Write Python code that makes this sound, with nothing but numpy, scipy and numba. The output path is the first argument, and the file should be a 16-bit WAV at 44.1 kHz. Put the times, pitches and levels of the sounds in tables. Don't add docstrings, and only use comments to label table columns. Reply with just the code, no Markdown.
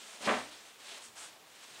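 import sys
import numpy as np
from scipy import signal
from scipy.fft import rfft, irfft
from scipy.io import wavfile
from scipy.ndimage import uniform_filter1d
from numba import njit

SR = 44100
rng = np.random.default_rng(int(sys.argv[2]) if len(sys.argv) > 2 else 0)


def file_out(sig):
    cols = np.atleast_2d(sig).T
    lim = np.clip(cols, -1, 1)
    pcm = np.round(lim * 32767).astype(np.int16)
    wavfile.write(sys.argv[1], SR, pcm)


def rack_gain(trim_db):
    fader = np.asarray(trim_db, float)
    return 10 ** (fader / 20)


N = 79380
SLAP_DB = -34


def level(x, db):
    return x * rack_gain(db) / np.sqrt(np.mean(x ** 2))


def filtered(x, order, hz, kind="low"):
    return signal.sosfilt(signal.butter(order, hz, kind, fs=SR, output="sos"), x)


@njit
def svf(x, hz, width):
    y, band, low = np.empty(len(x)), 0., 0.
    g, k = np.tan(np.pi * hz / SR), width / hz
    for i in range(len(x)):
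        v = (band + g * (x[i] - low)) / (1 + g * (g + k))
        band, low, y[i] = 2 * v - band, low + 2 * g * v, k * v
    return y


@njit
def ring(x, hz, decay):
    y, z = np.empty(len(x)), 0j
    for i in range(len(x)):
        z = z * np.exp(2j * np.pi * hz[i] / SR - decay) + x[i] + 1e-18
        y[i] = z.imag
    return y


def mode(x, hz, t60):
    return ring(x, hz + np.zeros(N), np.log(1000) / (t60 * SR))


def walk(rate):
    hold = int(SR / rate)
    steps = np.repeat(rng.standard_normal(N // hold + 1), hold)
    return 1.67 * uniform_filter1d(uniform_filter1d(steps, hold), hold)[:N]


def pushes(rows):
    t = np.arange(N) / SR
    return sum(rack_gain(db) * np.exp(-((t - s) * 1000 / ms) ** 2 * 2) / ms for s, db, ms in rows)


def grit(bands):
    grains_per_s, spread_db, top_db, patchy_db = 9000, 2.5, 11, .7
    out = 0
    for hz, width, db in bands:
        u = rng.random((3, N))
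        strength_db = np.minimum(-spread_db * np.log(u[2] + 1e-9), top_db)
        slips = (u[0] < grains_per_s / SR) * np.sign(u[1] - .5) * rack_gain(strength_db)
        band = svf(slips, 1. * hz, 1.57 * width)
        band = svf(band, 1. * hz, 1.57 * width)
        out = out + level(band, db) * rack_gain(patchy_db * walk(25.35))
    return out


def rubbing():
    # t/s, rubbing level/dB, fine dust level/dB, weight on the edge/dB
    pull = [(0, -51.5, 1, -1.5), (0.201, -53.5, 2, 1), (.222, -46.5, 0, 2.5), (0.263, -35.5, -7.5, 2),
            (0.274, -43, 0, 16.5), (0.308, -40.5, -3, 19), (.4, -47, -1.5, 7.5), (.5, -52.5, -1.5, -1),
            (.65, -56, 0, -0.5), (.77, -61, -1, -1.5), (.87, -48.5, -2, -3), (.97, -49.5, -1.5, 1.5),
            (1.07, -55.5, -1.5, -3), (1.11, -63, 2, 5), (1.3, -56, -3, 0), (1.41, -66, -1, 5.5),
            (1.599, -56, 0.5, -3.5), (1.8, -52, -1.5, 1.5)]
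    # f/Hz, width/Hz, level/dB
    rasp = [(1727, 1470, -0.5), (3240, 1840, 2.5), (4900, 1460, -9.5)]
    dust = [(6380, 2940, -2), (8380, 2720, -1.5)]
    board = [(237, 68, -16), (402, 125, -12), (704, 323, -6), (1065, 330, -9.5)]
    shudder_db = .8
    s, db, dust_db, weight_db = np.array(pull, float).T

    def course(values):
        return np.interp(np.arange(N) / SR, s, values)

    mix = grit(rasp)
    mix = mix + rack_gain(course(dust_db)) * grit(dust)
    mix = mix + rack_gain(course(weight_db)) * grit(board)
    return mix * rack_gain(course(db) - 5.5 + shudder_db * walk(70))


def air():
    # f/Hz, level/dB per Hz
    spectrum = [(25, -27), (76, -14.5), (460, -4.5), (1000, -5.5), (3000, -12), (8500, -16.5), (11000, -18),
                (16000, -19)]
    hz = np.fft.rfftfreq(N, 1 / SR) + 1
    corner_hz, colour_db = np.array(spectrum).T
    colour = rack_gain(np.interp(np.log(hz), np.log(corner_hz), colour_db))
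    low = 1 / (1 + (hz / 500) ** 2)

    def noise(share):
        return irfft(rfft(rng.standard_normal(N)) * colour * np.sqrt(share), N)

    bass, top = noise(low), noise(1 - low)
    return level(bass * rack_gain(1.3 * walk(5.87)) + top, -61)


def floor_boom():
    # t/s, f/Hz, level/dB, t60/s
    thuds = [(.255, 45, -66, .15), (.258, 96, -58, 0.34), (.31, 78, -60.5, 0.75), (0.363, 145, -64, 0.63),
             (1.08, 113, -67.5, 0.22), (1.04, 230, -66, 0.35), (1.7, 136, -71, 0.31), (.2, 204, -57, .15),
             (0.578, 210, -70.5, 0.55), (.2, 75, -69, 0.31)]
    rise_s = 0.013
    out = 0
    for s, hz, db, t60 in thuds:
        age = np.maximum(np.arange(N) / SR - s, 0)
        swell = 1 - np.exp(-(age / rise_s) ** 2)
        out = out + rack_gain(db + 2 - 60 * age / t60) * swell * np.sin(2 * np.pi * hz * age)
    return out


def slap():
    # t/s, strength/dB, contact length/ms
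    contacts = [(.207, -16, .5), (.226, -14.5, 0.34), (.261, -22, .08), (.273, -2.5, 0.19),
                (.2835, -1, 0.33), (.2885, -3, 0.13), (.2945, -0.5, 0.33), (.2985, -3, 0.57),
                (.3075, -3.5, 0.21), (.316, -2.5, 0.52), (.326, -7, 0.46), (.337, -10, 0.14),
                (.353, -13, 0.26), (.368, -13.5, 0.16), (.385, -16, 0.21), (.402, -20, 0.15)]
    # f/Hz, level/dB, t60/s
    sheet = [(296, -6, 0.35), (359, -7.5, 0.15), (412, -17, 0.14), (555, -5, 0.44), (615.6, -0.5, 0.18),
             (683.6, -6.5, 0.18), (743, -4, 0.087), (905, -15, 0.39), (1051, -8.5, 0.19),
             (1137, -3.5, 0.24), (1445, -17, 0.32), (1593, -11.5, 0.11), (2050, -11, 0.076),
             (2748, -6, 0.14)]
    plate_db, plate_t60_s, plate_low_hz, plate_high_hz = 3.5, .14, 326, 2000
    force = pushes(contacts)
    force = np.diff(force, prepend=0) * 10 + force
    signs = np.sign(rng.standard_normal(len(sheet)))
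    modes = sum(g * rack_gain(db) * mode(force, hz, t60) for g, (hz, db, t60) in zip(signs, sheet))

    t = np.arange(SR // 2) / SR
    tail = rng.standard_normal(SR // 2) * rack_gain(-60 * t / plate_t60_s)
    tail = filtered(tail, 3, plate_low_hz, "high")
    tail = filtered(tail, 2, plate_high_hz)
    plate = signal.fftconvolve(force, tail)[:N]

    def unit(x):
        return x / np.sqrt(np.mean(x[int(.28 * SR):int(.32 * SR)] ** 2))

    return rack_gain(SLAP_DB) * (unit(modes) + rack_gain(plate_db) * unit(plate))


def bending():
    # t/s, f/Hz
    bend = [(.27, 195), (.288, 230), (.39, 240), (.44, 265), (.49, 298)]
    # t/s, strength/dB, length/ms
    flexes = [
        (.272, -2, 0.33),
        (.478, -23, 1.),
    ]
    bend_db, t60_s = -1.5, 0.44
    pitch = np.interp(np.arange(N) / SR, *np.array(bend, float).T)
    note = mode(np.diff(pushes(flexes), prepend=0), pitch, t60_s)
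    return rack_gain(SLAP_DB + bend_db + 1) * note / np.abs(note).max()


def glove():
    # start t/s, hold/s, level/dB, board level/dB
    swipes = [
        (1.009, 0.022, -49.5, -17),
        (1.15, 0.07, -47, -1),
    ]
    # f/Hz, width/Hz, level/dB
    fabric_bands = [(5800, 2600, -4), (8160, 2600, 0.5)]
    face_bands = [(680, 120, -13), (1000, 640, -7.5), (1520, 260, -6.5), (2950, 2000, -0.5)]
    attack_s, release_s, sag_db_per_s = 0.028, 0.037, -26.5
    t, hiss, face, out = np.arange(N) / SR, grit(fabric_bands), grit(face_bands), 0
    for s, hold, db, board_db in swipes:
        rise = np.clip((t - s) / attack_s, 0, 1)
        fall = np.exp(-(np.maximum(t - s - attack_s - hold, 0) / release_s) ** 2)
        gain = rack_gain(db - 3.5 + sag_db_per_s * np.maximum(t - s, 0))
        out = out + gain * rise * fall * (hiss + rack_gain(board_db) * face)
    return out


@njit
def walls(x, lags, gain, damp):
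    line, soft, out = np.zeros((8, 4096)), np.zeros(8), np.zeros(len(x))
    for i in range(len(x)):
        total = 0.
        for k in range(8):
            soft[k] += (1 - damp) * (gain[k] * line[k, (i - lags[k]) & 4095] - soft[k])
            total += soft[k]
            out[i] += soft[k] * (1 - 2 * (k % 2))
        for k in range(8):
            line[k, i & 4095] = x[i] + soft[k] - total / 4
    return out


def cabin(near):
    cabin_db, t60_s, damp = -6, 0.34, 0.46
    lags = rng.integers(300, 1800, 8)
    return rack_gain(cabin_db - 10) * walls(near, lags, rack_gain(-60 * lags / SR / t60_s), damp)


def scene():
    near = rubbing() + glove() + slap()
    near = filtered(near, 2, 10080)
    mono = near + cabin(near) + bending() + floor_boom() + air()
    return np.array([mono, mono])


def roll_off(x):
    return signal.sosfilt(signal.butter(12, 16270, fs=SR, output="sos"), x)


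def record(dry):
    x = filtered(dry, 2, 45, "high")
    x = signal.sosfilt(signal.ellip(10, .2, 60, 15750, fs=SR, output="sos"), x)
    return roll_off(x)


dry = scene()
out = record(dry)
file_out(out)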